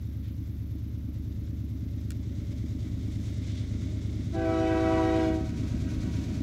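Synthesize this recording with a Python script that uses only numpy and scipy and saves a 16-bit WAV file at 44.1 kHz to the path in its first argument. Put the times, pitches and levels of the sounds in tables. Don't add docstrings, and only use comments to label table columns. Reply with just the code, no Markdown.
import sys
import numpy as np
from scipy import signal
from scipy.fft import rfft, irfft, next_fast_len
from scipy.io import wavfile

SR = 44100
rng = np.random.default_rng(int(sys.argv[2]) if len(sys.argv) > 2 else 0)


def log_audio(samples):
    frames = np.atleast_2d(samples).T
    limited = np.clip(frames, -1, 1)
    pcm = np.round(limited * 32767).astype(np.int16)
    wavfile.write(sys.argv[1], SR, pcm)


N = 283122


def from_db(db):
    return 10 ** (np.asarray(db) / 20)


def rms_one(x):
    return x / np.sqrt(np.mean(x ** 2) + 1e-20)


def seconds():
    return np.arange(N) / SR


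def ramp(start_s, length_s):
    return np.clip((seconds() - start_s) / length_s, 0, 1)


def swells(rows):
    return sum(db * bump(s, half_s) for s, half_s, db in rows)


def bump(centre_s, half_s):
    return np.exp(-((seconds() - centre_s) / half_s) ** 2 / 2)


def drift(rate):
    pole = np.exp(-200 * np.pi * rate / SR)
    draws = rng.standard_normal(N // 100 + 2002)
    slow = signal.lfilter([1], [1, -2 * pole, pole * pole], draws)[2000:]
    return np.interp(np.arange(N) / 100, np.arange(len(slow)), rms_one(slow))


def noise(colour):
    hz, db = np.transpose(colour)
    size = next_fast_len(N)
    bins_hz = np.maximum(np.arange(size // 2 + 1) * SR / size, 1)
    gain = from_db(np.interp(np.log(bins_hz), np.log(hz), db))
    return rms_one(irfft(rfft(rng.standard_normal(size)) * gain, size)[:N])


def cut(x, hz, kind, order=2):
    return signal.sosfilt(signal.butter(order, min(hz, SR / 2 - 1), kind, fs=SR, output="sos"), x)


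def ring(clicks, hz, t60):
    r, w = from_db(-60 / (t60 * SR)), 2 * np.pi * hz / SR
    return signal.lfilter([0, np.sin(w)], [1, -2 * r * np.cos(w), r * r], clicks + 1e-18)


def delayed(x, lag_s):
    return np.interp(seconds() - lag_s, seconds(), x, left=0)


START_DISTANCE_M, SPEED_M_PER_S = 307, 21.6


def nearness_db():
    distance_m = np.maximum(START_DISTANCE_M - SPEED_M_PER_S * seconds(), 10)
    return 20 * np.log10(START_DISTANCE_M / distance_m)


CYCLE_HZ, PICKUP_AT_S, PICKUP_HZ_PER_S = 9.01, 4.0, .017


def engine_cycles():
    return np.cumsum(CYCLE_HZ + PICKUP_HZ_PER_S * np.maximum(seconds() - PICKUP_AT_S, 0)) / SR


THROB_DB, THROB_GROWTH = -33.5, 0.15
BARK_DB, BARK_GROWTH = -44, 1.14
BARK_IN_VIEW_DB, BARK_OPENS_S, BARK_OPENS_TAKES_S = 3, 4.97, 0.73
ROAR_MID_DB, ROAR_RISE_DB, ROAR_BUILD_S = -2, 5, 2.76
DRONE_MULTIPLE, DRONE_WIDTH = 11, 1.8
# multiple (of the engine cycle), level_db
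ENGINE_ORDERS = [(4, -38), (5, -13), (6, -25.5), (7, -14), (8, 1.5), (9, -12.5), (10, -11), (11, 0.5),
                 (12, -1.5), (13, -4.5), (14, -24), (15, -11), (16, -4), (17, -8.5), (18, -31), (19, -9.5),
                 (20, -4), (21, -11.5), (22, -9.5), (23, -8), (24, -8.5), (25, -15.5), (26, -8.5),
                 (27, -11), (28, -7), (29, -4.5), (30, -7.5), (31, -22), (32, -29), (33, -23), (34, -6),
                 (35, -13.5), (36, -18)]
# place (in the cycle, 0-1), level_db
STROKES = [(.063, -5), (.392, -5.5), (.472, -1.8), (.799, -.4), (.83, -5.6)]
# pitch_hz, level_db (per Hz)
ROAR_COLOUR = [(25, -39), (45, 5.5), (75, -2), (110, -0.5), (150, -5.5), (220, 0.5), (290, -0.5), (340, -8),
               (420, -13.5), (470, -22.5), (540, -21.5), (610, -20), (690, -26.5), (800, -41.5),
               (1300, -64)]
# centre_s, half_length_s, level_db
DRONE_SWELLS = [(.6, 1.0, -2), (3.65, 0.55, 2.5)]


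def engine(waver_db=0.37, wobble=0.17, bark_wobble=0.37, spread=0.036, chuff=0.31, puff_width=0.07):
    cycles = engine_cycles()
    places, strengths_db = np.transpose(STROKES)
    throb, bark = 0, 0
    for multiple, db in ENGINE_ORDERS:
        turns = np.exp(-2j * np.pi * multiple * places)
        timing = np.angle(np.sum(from_db(strengths_db) * turns))
        gain = from_db(db + waver_db * drift(0.81))
        phase = 2 * np.pi * multiple * cycles + timing
        if multiple < 15:
            in_drone = np.exp(-((multiple - DRONE_MULTIPLE) / DRONE_WIDTH) ** 2)
            swell = from_db(swells(DRONE_SWELLS) * in_drone)
            smeared = phase + spread * (multiple - 11) ** 2 + wobble * drift(0.88)
            throb = throb + gain * swell * np.cos(smeared)
        else:
            bark = bark + gain * np.cos(phase + bark_wobble * drift(4.6))
    puffs = 0
    for place, db in STROKES:
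        from_stroke = (cycles - place + .5) % 1 - .5
        puffs = puffs + from_db(db) * np.exp(-(from_stroke / puff_width) ** 2 / 2)
    roar_db = ROAR_MID_DB + ROAR_RISE_DB * (ramp(0, ROAR_BUILD_S) - 0.5)
    roar = rms_one(noise(ROAR_COLOUR) * (1 + chuff * puffs)) * from_db(roar_db)
    near_db = nearness_db()
    throb_db = THROB_DB + THROB_GROWTH * near_db
    opening_db = BARK_IN_VIEW_DB * ramp(BARK_OPENS_S, BARK_OPENS_TAKES_S)
    bark_db = BARK_DB + BARK_GROWTH * near_db + opening_db
    return from_db(throb_db) * rms_one(throb) + from_db(bark_db) * (rms_one(bark) + roar)


HAZE_PER_OCTAVE, HAZE_HZ = .125, 70
OVERTONE_FADE_POWER = 1.46
REGISTER_EDGES_HZ = [550, 900, 1400, 1750, 3100]


def chime(pitch_hz, level_db, closed, registers_db, overtones, jitter=0.00054, shimmer_db=3.0,
          top_fall_db=-1.28, smear=1.26, count=22):
    on = (seconds() > VALVE_OPEN_S) & (closed < 1)
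    phase = 2 * np.pi * np.cumsum(pitch_hz * (1 + jitter * drift(28)))[on] / SR
    multiples, levels_db = np.transpose(overtones)
    out = np.zeros(N)
    for k in range(1, count):
        register = np.searchsorted(REGISTER_EDGES_HZ, k * pitch_hz[on].mean())
        db = np.interp(k, multiples, levels_db) + top_fall_db * max(k - len(levels_db), 0)
        shimmer = shimmer_db * np.log2(k) / 2 * drift(8.8)[on]
        db = db + level_db[on] + registers_db[register][on] + shimmer
        if k == 1:
            flow = np.cos(np.pi / 2 * closed[on]) ** 2
        else:
            flow = (1 - closed[on]) ** OVERTONE_FADE_POWER
        haze = HAZE_PER_OCTAVE * max(np.log2(k) - 1, 0) * drift(HAZE_HZ)[on]
        wave = np.sin(k * phase + smear * rng.standard_normal() + haze)
        out[on] += np.sqrt(2) * flow * from_db(db) * wave
    return out


VALVE_OPEN_S, VALVE_SHUT_S = 4.32, 5.49
PRESSURE_START_DB, PRESSURE_BUILD_S, BLEED_S = -7.0, 0.13, 0.2795
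ONSET_SHARP = .022
LAST_AIR_S, LAST_AIR_TAKES_S = 5.28, 0.18
BODY_START_DB, BODY_BUILD_S = -1.5, 1
BLARE_DB, BLARE_FOLLOWS = -8.5, 0.12
BITE_DB, BITE_FOLLOWS = -4, 0.2
BRASS_DB, BRASS_FOLLOWS = -2.5, 1
EDGE_DB, EDGE_FOLLOWS = -4.4, 1
# pitch_hz, level_db, speaks_s, fades_from_s, silent_s, settling_s,
# shift as the air bleeds away (share of pitch), shift on the last of the air (share of pitch)
CHIMES = [(324.4, -28, 4.33, 5.22, 5.54, .135, -.013, 0),
          (380, -36.5, 4.339, 5.14, 5.545, .11, -.004, 0.00061),
          (493.3, -37.5, 4.353, 5.13, 5.51, .15, -0.018, 0.029)]
# multiple (of its pitch), level_db
LOW_CHIME = [(1, 0.5), (2, -5.5), (3, -13), (4, -18), (5, -24.5), (6, -23.5), (7, -26), (8, -31), (9, -32),
             (10, -35.5), (11, -36), (12, -34.5), (13, -37.5), (14, -44.5)]
MIDDLE_CHIME = [(1, 1.5), (2, -1), (3, -9), (4, -9.5), (5, -17.5), (6, -18.5), (7, -27.5), (8, -26.5),
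                (9, -31.5), (10, -24.5), (11, -32), (12, -33)]
HIGH_CHIME = [(1, 2), (2, -10.5), (3, -18.5), (4, -17), (5, -21), (6, -24.5), (7, -29), (8, -33), (9, -35)]
# pitch_hz, level_db (per Hz)
AIR = [(300, -14), (900, -3), (1200, -12), (1450, 9.5), (1750, -6.5), (2200, 0.5), (2750, -9), (3600, -10),
       (6000, -14.5), (9000, -23.5), (16000, -41)]
# centre_s, half_length_s, level_db
BLARE_SWELLS = [(4.41, 0.03, -5), (4.53, 0.042, 3.5), (4.62, .025, 2.5), (4.76, 0.047, 4.5),
                (4.99, 0.1, 7.5)]
# centre_s, half_length_s, level_db
BITE_SWELLS = [(4.42, .045, 4), (4.69, .06, 3), (4.87, 0.054, 3)]
# centre_s, half_length_s, level_db
BRASS_SWELLS = [(4.42, 0.04, 1.5), (4.95, 0.08, 2.5), (5.24, 0.055, 3)]
# centre_s, half_length_s, level_db
EDGE_SWELLS = [(4.6, 0.057, 2.5), (5.25, 0.04, 7.5)]


def horn(steepening=1.5, air_db=-47, attack_s=0.016, sag_lead_s=0.042, sag_s=0.15):
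    since_s = np.maximum(seconds() - VALVE_OPEN_S, 0)
    build_db = PRESSURE_START_DB * np.exp(-since_s / PRESSURE_BUILD_S)
    closing_s = VALVE_SHUT_S - BLEED_S
    pressure_db = build_db + 20 * np.log10(1 - ramp(closing_s, BLEED_S) + 1e-6)
    body = BODY_START_DB * (1 - ramp(VALVE_OPEN_S, BODY_BUILD_S))
    blare = BLARE_DB + BLARE_FOLLOWS * pressure_db + swells(BLARE_SWELLS)
    bite = BITE_DB + BITE_FOLLOWS * pressure_db + swells(BITE_SWELLS)
    brass = BRASS_DB + BRASS_FOLLOWS * pressure_db + swells(BRASS_SWELLS)
    edge = EDGE_DB + EDGE_FOLLOWS * pressure_db + swells(EDGE_SWELLS)
    registers_db = [body, np.zeros(N), blare, bite, brass, edge]
    sag = ramp(closing_s - sag_lead_s, sag_s)
    last_air = ramp(LAST_AIR_S, LAST_AIR_TAKES_S)
    chord = 0
    for row, overtones in zip(CHIMES, [LOW_CHIME, MIDDLE_CHIME, HIGH_CHIME]):
        hz, db, speaks_s, fades_s, silent_s, settle_s, shift, last_shift = row
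        sharp = ONSET_SHARP * np.exp(-since_s / settle_s)
        pitch_hz = hz * (1 + sharp + shift * sag + last_shift * last_air)
        closed = ramp(fades_s, silent_s - fades_s)
        tone = chime(pitch_hz, db + build_db, closed, registers_db, overtones)
        chord = chord + ramp(speaks_s, attack_s) * tone
    air = ramp(VALVE_OPEN_S, attack_s) * noise(AIR) * from_db(air_db + pressure_db + brass)
    return chord + steepening * cut(chord ** 2, 900, "high") + air


def countryside(x, train_db=-9.5, train_lag_s=.05, receding=0.0044, slope_db=-19.5, slope_lag_s=1.15,
                fading_db=1.5, near_db=-10.0, near_t60=0.6, far_db=-14.5, far_t60=5.5, far_receding=0.019):
    since_s = seconds() - VALVE_OPEN_S
    off_train = from_db(train_db) * cut(delayed(x, train_lag_s + receding * since_s), 1350, "high")
    from_behind = delayed(x, far_receding * since_s)
    slope_echo = cut(delayed(from_behind, slope_lag_s), 1130, "high")
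    off_slope = from_db(slope_db) * cut(slope_echo, 2100, "low")
    t = np.arange(2 * SR) / SR
    tails = []
    for source, db, t60 in [(x, near_db, near_t60), (from_behind, far_db, far_t60)]:
        scatter = rng.standard_normal(len(t)) * from_db(-60 * t / t60)
        tail = signal.fftconvolve(source, scatter / np.linalg.norm(scatter))[:N]
        tails.append(from_db(db) * cut(tail, 970, "high", order=4))
    near, far = tails
    return x + off_train + near + (far + off_slope) * from_db(fading_db * drift(6.8))


SHIELD_DB, CLIMB_START_S, CLIMB_S = -7.5, 1.34, 1.83


def shield_db():
    return SHIELD_DB * (1 - ramp(CLIMB_START_S, CLIMB_S))


HISS_DB, HISS_GROWTH = -59.5, 1.41
IN_VIEW_S, IN_VIEW_TAKES_S = 4.55, 1.3
# pitch_hz, level_db (per Hz)
HISS_FAR = [(400, 8), (900, -2.5), (1400, 0.5), (1720, -2), (2120, 7.5), (2500, -1.5), (3050, -0.5),
            (3620, 5.5), (4200, -0.5), (6300, -0.5), (7600, -5.5), (8500, -11), (10500, -16), (16000, -47)]
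HISS_NEAR = [(400, 0), (850, -3.5), (1300, -0.5), (1550, 1.5), (1750, -2), (2300, 3.5), (2900, -2),
             (3800, 0.5), (5000, -3), (6300, -2), (7700, -8.5), (8600, -14.5), (11000, -17.5), (16000, -28)]


def wheels(flutter_db=1.62):
    clear = ramp(IN_VIEW_S, IN_VIEW_TAKES_S)
    level_db = HISS_DB + HISS_GROWTH * nearness_db() + shield_db()
    far = noise(HISS_FAR) * from_db(flutter_db * drift(30))
    near = noise(HISS_NEAR) * from_db(flutter_db * drift(34))
    return (np.sqrt(1 - clear) * far + np.sqrt(clear) * near) * from_db(level_db)


PULSE_DB, PULSE_PLACE, PULSE_ABOVE_HZ = 1.6, .33, 3500


def pulsing(hiss):
    high_pass = signal.butter(2, PULSE_ABOVE_HZ, "high", fs=SR, output="sos")
    treble = signal.sosfiltfilt(high_pass, hiss)
    pulse_db = PULSE_DB * np.cos(2 * np.pi * (engine_cycles() - PULSE_PLACE))
    return hiss + treble * (from_db(pulse_db) - 1)


WHINE_HZ, WHINE_RISE_HZ_PER_S, WHINE_DB, WHINE_GROWTH = 528, 20.6, -70.5, 1.1


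def whine(unsteady=0.0119, fading_db=4.0):
    hz = (WHINE_HZ + WHINE_RISE_HZ_PER_S * seconds()) * (1 + unsteady * drift(12))
    level_db = WHINE_DB + WHINE_GROWTH * nearness_db() + shield_db()
    tone = np.sin(2 * np.pi * np.cumsum(hz) / SR)
    return np.sqrt(2) * from_db(level_db + fading_db * drift(6.7)) * tone


# centre_s, half_length_s,
# level_db, top_edge_hz
GUSTS = [(0.268, 0.04, -63.5, 3000), (2.8, 0.32, -72, 10000), (3.24, 0.11, -61, 14000),
         (3.52, 0.1, -55, 5000)]


def gusts(grain_db=3.0):
    out = 0
    for s, half_s, db, top_hz in GUSTS:
        hiss = noise([(900, -24), (2100, 3), (2700, -2), (3500, 7), (4500, 0.5), (6000, 3.0),
                      (9500, -4), (11000, -15), (16000, -14)])
        grains = rms_one(cut(hiss, top_hz, "low") * from_db(grain_db * drift(44)))
        out = out + from_db(db) * grains * bump(s, half_s)
    return out


# start_s, level_db, top_edge_hz
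TICKS = [(2.1054, -35.5, 17000), (2.1183, -41.5, 9000)]
# pitch_hz, level_db, t60_s
TICK_MODES = [(1430, -6, .022), (1860, -8, .02), (2300, -11, .024), (2820, -17, 0.02), (3650, -21, 0.0079),
              (4300, -10, .016), (5100, -13, .014), (5740, -16, 0.016), (6900, -7, 0.0088),
              (7800, -6, 0.0096), (9500, -17, 0.0079), (13300, -8, .003)]


def tick(crack_db=-3.5, crack_s=0.0015, tail_db=-7, tail_s=0.0086, tail_hz=5500):
    clicks = np.zeros(N)
    for s, db, top_hz in TICKS:
        click = from_db(db) * (np.arange(N) == round(s * SR))
        clicks += cut(click + 1e-18, top_hz, "low")
    t = np.arange(SR // 20) / SR
    crack_burst = rng.standard_normal(len(t)) * np.exp(-t / crack_s)
    crack = signal.fftconvolve(clicks, crack_burst)[:N]
    tail_burst = rng.standard_normal(len(t)) * np.exp(-t / tail_s)
    tail = cut(signal.fftconvolve(clicks, tail_burst)[:N], tail_hz, "low")
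    body = 0
    for k, (hz, db, t60) in enumerate(TICK_MODES):
        body = body + (-1) ** k * from_db(db) * ring(clicks, hz, t60)
    return cut(body + from_db(crack_db) * crack + from_db(tail_db) * tail, 1370, "high", order=4)


SONG_FADE_S = .06
# start_s, end_s, wing_strokes_per_s, level_db
SONGS = [(-.2, .84, 26, -69), (.78, 2.26, 19.7, -71.5), (-.2, 6.6, 23.2, -75), (2.24, 3.38, 23.2, -75.5)]
# pitch_hz, level_db (per Hz)
INSECT_COLOUR = [(8000, -40), (10100, -16), (10800, -9), (11800, -3), (13000, -5), (14500, -9),
                 (16000, -9.5)]


def insects(stroke_depth_db=9, unsteady=0.014):
    out = 0
    for start_s, end_s, strokes_per_s, db in SONGS:
        stroke = np.pi * np.cumsum(strokes_per_s * (1 + unsteady * drift(1.2))) / SR
        chop = from_db(stroke_depth_db * np.abs(np.sin(stroke)))
        buzz = rms_one(noise(INSECT_COLOUR) * chop)
        fade_out = 1 - ramp(end_s - SONG_FADE_S, SONG_FADE_S)
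        out = out + from_db(db) * buzz * ramp(start_s, SONG_FADE_S) * fade_out
    return out


STILL_AIR_DB = -67
# pitch_hz, level_db (per Hz)
STILL_AIR = [(400, 2.5), (900, 4.5), (1500, 3.5), (2500, 0.5), (6000, -4.5), (9000, -37), (16000, -24)]


def still_air():
    return from_db(STILL_AIR_DB) * noise(STILL_AIR)


def scene():
    train = engine() + whine() + pulsing(wheels() + gusts()) + countryside(horn())
    return (train + still_air() + insects() + tick())[None]


CUTOFF_HZ = 15700


def record(dry):
    thin = cut(dry, 37.5, "high", order=7)
    return signal.sosfilt(signal.ellip(10, .1, 80, CUTOFF_HZ, fs=SR, output="sos"), thin)


dry = scene()
out = record(dry)
log_audio(out)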